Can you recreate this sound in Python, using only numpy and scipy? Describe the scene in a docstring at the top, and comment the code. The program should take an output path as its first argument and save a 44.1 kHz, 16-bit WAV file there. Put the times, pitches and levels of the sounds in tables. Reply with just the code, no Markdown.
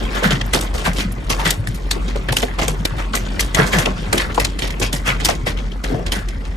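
"""Hail falls on a waiting car, heard in the cabin through a pair of microphone ports.
Cracks on the glass and knocks on the sheet metal are banded noise under power envelopes, partly broken into ticks.
The roof booms and the panels ring as struck sine modes. Small stones and rain patter underneath as patchy
noise, and the idling engine hums through the body as a near sine with a wandering phase."""
import sys
import numpy as np
from scipy import signal
from scipy.fft import rfft, irfft, next_fast_len
from scipy.io import wavfile
from scipy.ndimage import uniform_filter1d

SR = 44100
rng = np.random.default_rng(int(sys.argv[2]) if len(sys.argv) > 2 else 0)


def generate_wav(sig):
    """Save sig (samples, or channels by samples) to the path in sys.argv[1] as 16-bit PCM at SR."""
    pcm = np.round(np.clip(np.atleast_2d(sig).T, -1, 1) * 32767).astype(np.int16)
    wavfile.write(sys.argv[1], SR, pcm)


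N = 289296

STEP = 8   # samples per envelope point
EDGES = 35 * 2 ** np.arange(0, 9.1, 1 / 3)   # third-octave band edges, Hz
CENTRES = np.sqrt(EDGES[1:] * EDGES[:-1])   # band centres, Hz
CRACK_CREST_DB, KNOCK_CREST_DB = 8, 8   # allowance from a blow's nominal peak down to its rms level
SLOW_BELOW_DB, SLOW_SPAN_DB = -13.5, 0.5   # scatter under which a crack swells slower, span to the slowest
SCATTER_BODY_DB = 6   # per octave: the scatter is fuller than the crack below 3 kHz
RATTLE_LOSS_DB = 6   # modes lose this for every further 0.1514 s of knock ring beyond the first

# stones that crack on the glass: (time [s], nominal peak [dB], scatter re peak [dB],
# added treble slope above 3 kHz [dB per octave])
GLASS_CRACKS = [(0.151, -22.5, 2.5, -14.5), (0.233, -10.5, -2.5, -8), (0.306, -9, -3, -6),
                (0.413, -6, -43.5, -13), (0.4628, -34, -49.5, 21.5), (0.534, -2.5, -3, -4),
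                (0.6106, -4, -30.5, 1), (0.623, -22, 3.5, -1.5), (0.74, -22, 0, -0.5), (0.78, -22, 5, -3.5),
                (0.852, -17.5, -1, -4), (0.9317, -16, -10.5, 0), (0.961, -22, 2.5, -3.5),
                (0.983, -17, -1.5, -6.5), (1.121, -23, -28, 15), (1.2975, -12.5, 3.5, -2),
                (1.3943, -23.5, 4.5, -7.5), (1.454, -11, 1, -1.5), (1.506, 2, -21.5, 2.5),
                (1.6714, -16.5, -10.5, 0.5), (1.744, -28.5, -3, 4), (1.9112, 1, -21.5, -0.5),
                (2.158, -16, -12.5, -7), (2.079, -31, 8, -7), (2.285, -20.5, 1, -24),
                (2.324, -3.5, -16.5, 0), (2.368, 0.5, -17, -1.5), (2.384, -10, -8.5, -0.5),
                (2.419, -16, -5, 1), (2.4286, -3, -22, -36), (2.586, -13, -3, -7),
                (2.617, -19.5, 6.5, -5.5), (2.68, -5, -13.5, -0.5), (2.8525, -1, -22, -3),
                (2.983, -27.5, 4, -17), (3.134, -19, 4, -6.5), (3.152, -2.5, -12, -0.5),
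                (3.397, -9.5, -7, 1.5), (3.4064, -1.5, -17.5, 0.5), (3.546, -0.5, -13, -1.5),
                (3.665, -20.5, 2.5, -1), (3.731, -16.5, 6, -9.5), (3.785, -4, -8, -2.5),
                (3.858, 0, -18, -9.5), (4.128, 0, -12.5, -2.5), (4.179, -1.5, -17.5, -4.5),
                (4.345, -14.5, -10.5, -2), (4.3992, -1.5, -14, -3.5), (4.448, 2, -20.5, -3.5),
                (4.589, -11.5, -9, -5), (4.62, -15.5, 1, -7), (4.676, -10.5, -20, -4.5),
                (4.7052, -12.5, -15.5, -5), (4.7987, -11.5, -14.5, 3), (4.814, -16.5, 2.5, -15),
                (4.9276, -7, -7.5, 0), (4.964, -15, -10.5, 0), (5.072, -16.5, 0.5, -6),
                (5.201, -19.5, 0.5, -8), (5.248, 0, -16.5, 1), (5.255, 0, -13, 0),
                (5.286, -4.5, -6.5, -3.5), (5.463, -17, 2.5, -4), (5.571, -28.5, 1.5, -7.5),
                (5.718, -23, -18.5, -8.5), (5.838, -9.5, -7.5, -7), (6.0645, -8, -15, -8),
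                (6.12, -7.5, -6.5, -1.5), (6.2863, -15.5, -18.5, -4), (6.451, -21.5, -12, -7.5)]
# colour of a crack on glass, before levelling: (frequency [Hz], relative density [dB per Hz])
GLASS_COLOUR = [(300, -9), (1200, -4.5), (2800, 4), (5000, 1.5), (9000, -1.5), (13000, -9), (16000, -13.5)]


def cracks(spot_db=2.0, pan_db=-1.0):
    """Ice splinters in a brief crack, then the splinters tick over the pane while the cabin rings."""
    power, scatter = silence(), silence()
    spots = rng.standard_normal((len(GLASS_CRACKS), len(CENTRES) + 1))
    # each stone reaches the two ports unevenly, band by band
    band_lean_db = 3.5 * rng.standard_normal((len(GLASS_CRACKS), len(CENTRES)))
    pans_db = pan_db * spots[:, :1] + band_lean_db
    treble = np.clip(np.log2(CENTRES / 3000), 0, 2)
    body = np.clip(np.log2(3000 / CENTRES), 0, 3)
    for (s, db, scatter_db, tilt_db), spot, lean_db in zip(GLASS_CRACKS, spots, pans_db):
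        slow = np.clip((SLOW_BELOW_DB - scatter_db) / SLOW_SPAN_DB, 0, 1)
        rise_s = 0.0003 + 0.0012 * slow
        tilted = at_hz(GLASS_COLOUR, CENTRES) + treble * tilt_db
        colour = band_db(tilted, 2000, 9000) + db - CRACK_CREST_DB
        # every spot of the pane favours other modes; the scatter covers many spots and evens them out
        crack_db = colour + spot_db * spot[1:]
        add(power, s + 0.00092, crack_db, np.full(len(CENTRES), .024), rise_s, lean_db)
        ring_db = colour + scatter_db + SCATTER_BODY_DB * body + .5 * spot_db * spot[1:]
        ring_t60 = 0.179 * (CENTRES / 4000) ** -.1
        add(scatter, s + 0.000533, ring_db, ring_t60, .002, lean_db, hold=1.146)
    return power + scatter * ticks(per_s=90.0, t60=.018, share=.7)


# stones that set a panel or a pane ringing: (time [s], nominal peak [dB], centre [Hz],
# nominal time to fall 60 dB [s])
PANEL_KNOCKS = [(0.155, -16, 1390, 0.318), (0.225, -16, 472, 0.143), (0.238, -9.5, 1635, 0.297),
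                (0.309, -15.5, 1420, 0.24), (0.746, -18.5, 524.5, 0.18), (0.849, -14, 1653, 0.27),
                (0.861, -13, 1058, 0.121), (0.872, -16, 652, 0.113), (0.995, -18, 2400, 0.268),
                (1.303, -21, 1106, 0.18), (1.389, -16.5, 927, 0.35), (1.455, -13, 1957, 0.291),
                (1.672, -18, 1766, 0.0247), (1.911, -13, 4144, 0.09), (1.961, -22, 387, 0.176),
                (2.157, -17.5, 526, 0.093), (2.286, -16.5, 1676, 0.074), (2.325, -14.5, 524, 0.051),
                (2.368, -7.5, 2970, 0.036), (2.433, -3.5, 473, 0.063), (2.586, -24.5, 788, 0.16),
                (2.683, -15, 500, 0.057), (2.853, -7.5, 351, 0.0287), (2.983, -22.5, 1360, 0.33),
                (3.138, -15, 1245, 0.106), (3.394, -10, 2125, 0.047), (3.579, -6, 1350, 0.437),
                (3.59, -7.5, 438, 0.162), (3.73, -8, 1768, 0.331), (3.756, -19.5, 423, 0.54),
                (3.784, -15.5, 1645, 0.333), (3.861, -19, 521, 0.175), (4.13, -11, 408, 0.195),
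                (4.129, -10.5, 1595, 0.0646), (4.179, -11.5, 3155, 0.056), (4.197, -15, 1923, 0.278),
                (4.378, -5, 918, 0.0565), (4.381, -10.5, 466, 0.115), (4.801, -16, 372.2, 0.069),
                (4.825, -16, 2695, 0.267), (5.068, -12.5, 1582, 0.325), (5.288, -10.5, 657, 0.122),
                (5.466, -15.5, 1996, 0.18), (5.84, -20, 407, 0.0386), (5.895, -12.5, 431, 0.584),
                (6.12, -13.5, 3160, 0.039), (6.15, -20, 1506, 0.44)]


def knocks(above_db=8.5, spot_db=2.5):
    """Sheet metal swells with its ring time and rustles in a broad hump around the struck panel's centre."""
    power = silence()
    spots = rng.standard_normal((len(PANEL_KNOCKS), len(CENTRES) + 1))
    for (s, db, hz, t60), spot in zip(PANEL_KNOCKS, spots):
        octaves = np.log2(CENTRES / hz)
        # 7 dB per octave under the centre, above_db per octave over it
        hump = np.minimum(7 * octaves, -above_db * octaves) + spot_db * spot[1:]
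        fade_s = 0.89 * max(t60, .03) * (CENTRES / 900) ** -.2
        pure_db = 4 * max(np.log2(1000 / hz), 0)   # low panels ring more than they rustle
        rustle_db = band_db(hump, hz / 1.2, hz * 1.2) + db - KNOCK_CREST_DB - pure_db
        rise_s = .022 * t60   # long rings also swell slower
        add(power, s + 0.000137, rustle_db, fade_s, rise_s, 3 + 2.6 * spot[0], hold=1.148)
    return power * ticks(per_s=50.0, t60=.04, share=.5)


# blows that make the roof boom: (time [s], level before the roof's own gain [dB], centre [Hz])
ROOF_BLOWS = [(0.251, -2, 182), (0.313, -4.5, 135), (0.419, -9.5, 100), (0.548, -16.5, 225),
              (0.874, -7.5, 174), (0.986, -12.5, 212), (1.048, -9.5, 187), (1.065, -11, 100),
              (1.304, -21.5, 152), (1.457, -11, 164), (1.576, -7.5, 109), (1.673, -9, 118),
              (2.3, -9.5, 120), (2.427, -13, 261), (2.683, -13.5, 152), (2.794, -10.5, 147),
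              (2.922, -11.5, 105), (3.588, -1, 156), (3.757, -4.5, 162), (3.876, -11.5, 190),
              (4.083, -10.5, 111), (4.14, -8.5, 288), (4.415, -11, 97), (4.813, -12, 94),
              (4.935, -16.5, 146), (5.079, -10, 142), (5.432, -15.5, 120), (5.903, -9, 250),
              (5.94, -9, 133), (6.051, -11, 80), (6.149, -11.5, 195)]
# modes of roof and cabin, before each blow detunes them: (frequency [Hz])
ROOF_MODES = [77.06, 94.2, 109.47, 126.4, 144.73, 162.94, 185.87, 209.56, 253.95, 294.3, 361]
PANEL_MODES = np.geomspace(320, 5200, 44)   # modes of panels and panes before detuning, Hz


def roof():
    """Low modes boom nearly alike in both ports, panel modes ring with a wider spread of phase."""
    booms = [(s, db, hz, 0.2426 * (hz / 150) ** -.4) for s, db, hz in ROOF_BLOWS]
    knocked = []
    for s, db, hz, t60 in PANEL_KNOCKS:
        loss_db = RATTLE_LOSS_DB * max(t60 / 0.1514 - 1, 0)   # long rattles ring less purely
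        knocked.append((s, db - loss_db, hz, 0.667 * max(t60, .03)))
    low = struck_modes(booms, np.array(ROOF_MODES), slope_db=26.5, level_db=-7.0, build_up=0.016, spread=0.113)
    high = struck_modes(knocked, PANEL_MODES, slope_db=45.5, level_db=-0.5, build_up=0.011, spread=0.892)
    return low + high


# the shower under the single stones: (time [s], level before patches and trim [dB])
SHOWER_LEVEL = [(0.0, -23.5), (0.89, -35), (1.09, -35), (2.92, -32.5), (3.6, -31.5), (3.87, -29.5),
                (5.4, -37), (5.7, -37.5), (6.56, -36.5)]
# colour of the rain, before levelling: (frequency [Hz], relative density [dB per Hz])
RAIN_COLOUR = [(30, -7.5), (48, -3.5), (65, -11), (97, -14), (175, -13), (734, -28.5), (1650, -29),
               (3200, -36.5), (8360, -51.5), (12200, -58.5), (13600, -65.5), (16000, -111)]


def rain(patchy_db=2.5):
    """A patchy hiss of rain, about half of it in the mid and treble as ticks of drops and small stones."""
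    s, db = np.transpose(SHOWER_LEVEL)
    level_db = np.interp(np.arange(N // STEP + 1) * STEP / SR, s, db)
    # the rumble below the panels' range follows the shower only in part
    follow = np.clip(np.log2(CENTRES / 60) / 4.2, 0, 1)[:, None]
    level_db = db.mean() + follow * (level_db - db.mean())
    patches_db = patchy_db * (0.5 * drift(2.02, count=1) + drift(9.34, count=len(CENTRES)))
    colour_db = band_db(at_hz(RAIN_COLOUR, CENTRES), 400, 6000)[:, None]
    power = amp(2 * (colour_db + level_db + patches_db - 2.5))
    power = power * ticks(per_s=60.0, t60=.03, share=.55)
    return power * amp([1.5, -1.5])[:, None, None]   # leans to the left port


ENGINE_HZ, ENGINE_DB = 45.27, -24   # mean firing rate, rms level


def engine(wander=0.71):
    """The firing rate of the idling engine, a near sine whose phase wanders a little (radians)."""
    phase = wander * np.repeat(drift(1.55, count=1)[0], STEP)[:N]
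    turning = 2 * np.pi * ENGINE_HZ * np.arange(N) / SR
    return np.sqrt(2) * amp(ENGINE_DB) * np.sin(turning + phase - phase[0])


# how alike the two ports hear the noise: (frequency [Hz], left-right likeness [0 to 1])
PORT_LIKENESS = [(40, 1), (125, 1), (250, 0.65), (500, 0.24), (2000, 0.0064), (4000, 0.498), (8000, 1)]


def dense_modes(power):
    """Panes and panels have too many modes to count: stereo noise in bands under the power envelopes."""
    out = 0
    white = resonant_noise(depth_db=3.6, width_hz=40.0, count=6) * np.sqrt(SR / 2)
    for k, (low, high) in enumerate(zip(EDGES, EDGES[1:])):
        band = signal.butter(2, [low, high], "band", fs=SR, output="sos")
        mid, side = signal.sosfilt(band, white[k % 2])
        alike = np.clip(at_hz(PORT_LIKENESS, CENTRES[k]), 0, 1)
        pair = np.sqrt((1 + alike) / 2) * mid + np.sqrt((1 - alike) / 2) * side * [[1], [-1]]
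        envelope = np.repeat(np.sqrt(power[:, k]), STEP, axis=1)[:, :N]
        out = out + envelope * pair
    return out


def struck_modes(blows, modes, slope_db, level_db, build_up, spread):
    """Each blow (s, dB, centre Hz, t60 s) favours modes near its centre; the swing builds up, then dies."""
    out = np.zeros((2, N))
    t = np.arange(int(.4 * SR)) / SR
    luck = rng.standard_normal((len(blows), 4, len(modes)))
    for (s, db, hz, t60), (phase, side, detune, spot) in zip(blows, luck):
        octaves = np.abs(np.log2(modes / hz))
        near = octaves < .8
        strength = amp(db + level_db + 2 * spot - slope_db * octaves)[near]
        swing = (1 - np.exp(-t / (build_up * t60))) * amp(-60 * t / t60)
        tuned_hz = (modes * (1 + 0.01653 * detune))[near]
        start = int(s * SR)
        for channel, sign in enumerate((1, -1)):
            port_phase = (3 * phase + sign * spread * side)[near, None]
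            angle = 2 * np.pi * np.outer(tuned_hz, t) + port_phase
            out[channel, start:start + len(t)] += (swing * (strength @ np.sin(angle)))[:N - start]
    return out * amp([[.9], [-.9]])


def resonant_noise(depth_db, width_hz, count):
    """Noise with many narrow resonances; sets of them give way to one another by chance."""
    size = next_fast_len(N)
    bins = int(width_hz * size / SR)
    ripple = rng.standard_normal((count, size // 2 + 1))
    ripple = uniform_filter1d(uniform_filter1d(ripple, bins), bins)
    # the resonances deepen from nothing at 0 Hz to full depth at 1500 Hz
    depth = np.log(amp(depth_db)) * np.clip(np.arange(size // 2 + 1) * SR / size / 1500, 0, 1)
    ripple = np.exp(depth * ripple / ripple.std() - depth ** 2)
    turn = amp(10 * drift(8, count=count))
    turn = turn / np.sqrt(np.sum(turn ** 2, axis=0))   # constant total power
    turn = np.repeat(turn, STEP, axis=1)[:, :N]
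    spectra = (rfft(rng.standard_normal((2, 2, size))) * shape for shape in ripple)
    return sum(share * irfft(spectrum, size)[..., :N] for share, spectrum in zip(turn, spectra))


def ragged(together_db, own_db):
    """Splinters and drops land unevenly: a fast flutter of power, partly common to all bands."""
    together = together_db * (drift(60, count=1) + drift(250, count=1))
    return amp(2 * (together + own_db * drift(40, count=len(CENTRES))))


def ticks(per_s, t60, share):
    """Part of the power comes as decaying ticks of uneven size, each about an octave wide; mean about 1."""
    shape = (len(CENTRES), N // STEP + 1)
    fade = 10 ** (-6 * STEP / SR / t60)
    landed = (rng.random(shape) < per_s * STEP / SR) * rng.exponential(1, shape)
    widened = uniform_filter1d(uniform_filter1d(landed, size=3, axis=0), size=2, axis=0)
    train = signal.lfilter([1], [1, -fade], widened)
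    # no ticks below 150 Hz, the full share from 600 Hz up
    part = np.clip(share, 0, 1) * np.clip(np.log2(CENTRES / 150) / 2, 0, 1)[:, None]
    return 1 - part + part * train / train.mean()


def add(power, s, gains_db, t60, rise_s, pan_db=0, hold=1):
    """A blow's power swells in rise_s around s and falls 60 dB in t60 per band; hold > 1 lingers, then drops."""
    start = max(int((s - 6 * rise_s) * SR / STEP), 0)
    stop = min(start + int((t60.max() + 6 * rise_s) * SR / STEP), power.shape[2])
    t = np.arange(start, stop) * STEP / SR - s
    fade = 10 ** (gains_db[:, None] / 10 - 6 * (np.maximum(t, 0) / t60[:, None]) ** hold)
    swell = 1 / (1 + np.exp(-t / rise_s)) ** 2
    # applied to power, so pan_db is the whole difference between the ports
    pan = amp(np.outer([1, -1], pan_db * np.ones(len(t60))))[:, :, None]
    power[:, :, start:start + len(t)] += swell * fade * pan


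def silence():
    """Empty power envelopes: channel, band, time."""
    return np.zeros((2, len(CENTRES), N // STEP + 1))


def drift(rate, count):
    """Smoothed chance at envelope rate, one row per band, slower for a lower rate (Hz); spread 1."""
    r = np.exp(-2 * np.pi * rate * STEP / SR)
    chance = rng.standard_normal((count, N // STEP + 4001))
    slow = signal.lfilter([1], [1, -2 * r, r * r], chance)[:, 4000:]   # drop the filter's run-in
    return slow / slow.std(axis=1, keepdims=True)


def band_db(db_per_hz, lo_hz, hi_hz):
    """Band gains, scaled so that the power of the bands between lo_hz and hi_hz sums to 0 dB."""
    inside = (CENTRES > lo_hz) & (CENTRES < hi_hz)
    band_power = amp(db_per_hz) ** 2 * np.diff(EDGES)
    return db_per_hz - 10 * np.log10(np.sum(band_power[inside]))


def at_hz(points, hz):
    """Reads a (Hz, value) table on a log-frequency axis."""
    table = np.array(points)
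    return np.interp(np.log(hz), np.log(table[:, 0]), table[:, 1])


def amp(db):
    """dB to amplitude gain."""
    return 10 ** (np.asarray(db) / 20)


def scene():
    """Hail and rain on the shell of the car, the engine below."""
    flutter = ragged(together_db=.6, own_db=.9)
    return dense_modes(flutter * (cracks() + knocks() + rain())) + roof() + engine()


CUTOFF_HZ = 16300   # start of the steep cut's stopband
TOP = .93   # where peaks level off
# phase by which the left port lags the right: (frequency [Hz], lag [turns])
LEFT_PORT_LAG = [(430, 0.0226), (3000, 0.74), (4000, 0.998)]


def record(dry):
    """The left port lags in the middle range, peaks are rounded, the top octave falls away and is cut."""
    size = next_fast_len(N + 4096)
    hz, turns = np.transpose(LEFT_PORT_LAG)
    lag = np.exp(-2j * np.pi * np.interp(np.arange(size // 2 + 1) * SR / size, hz, turns))
    ports = np.array([irfft(rfft(dry[0], size) * lag, size)[:N], dry[1]])
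    rounded = TOP * np.tanh(ports / TOP)
    dull = signal.sosfilt(signal.butter(6, 13900, fs=SR, output="sos"), rounded)
    return signal.sosfilt(signal.cheby2(12, 70, CUTOFF_HZ, fs=SR, output="sos"), dull)


dry = scene()
out = record(dry)
generate_wav(out)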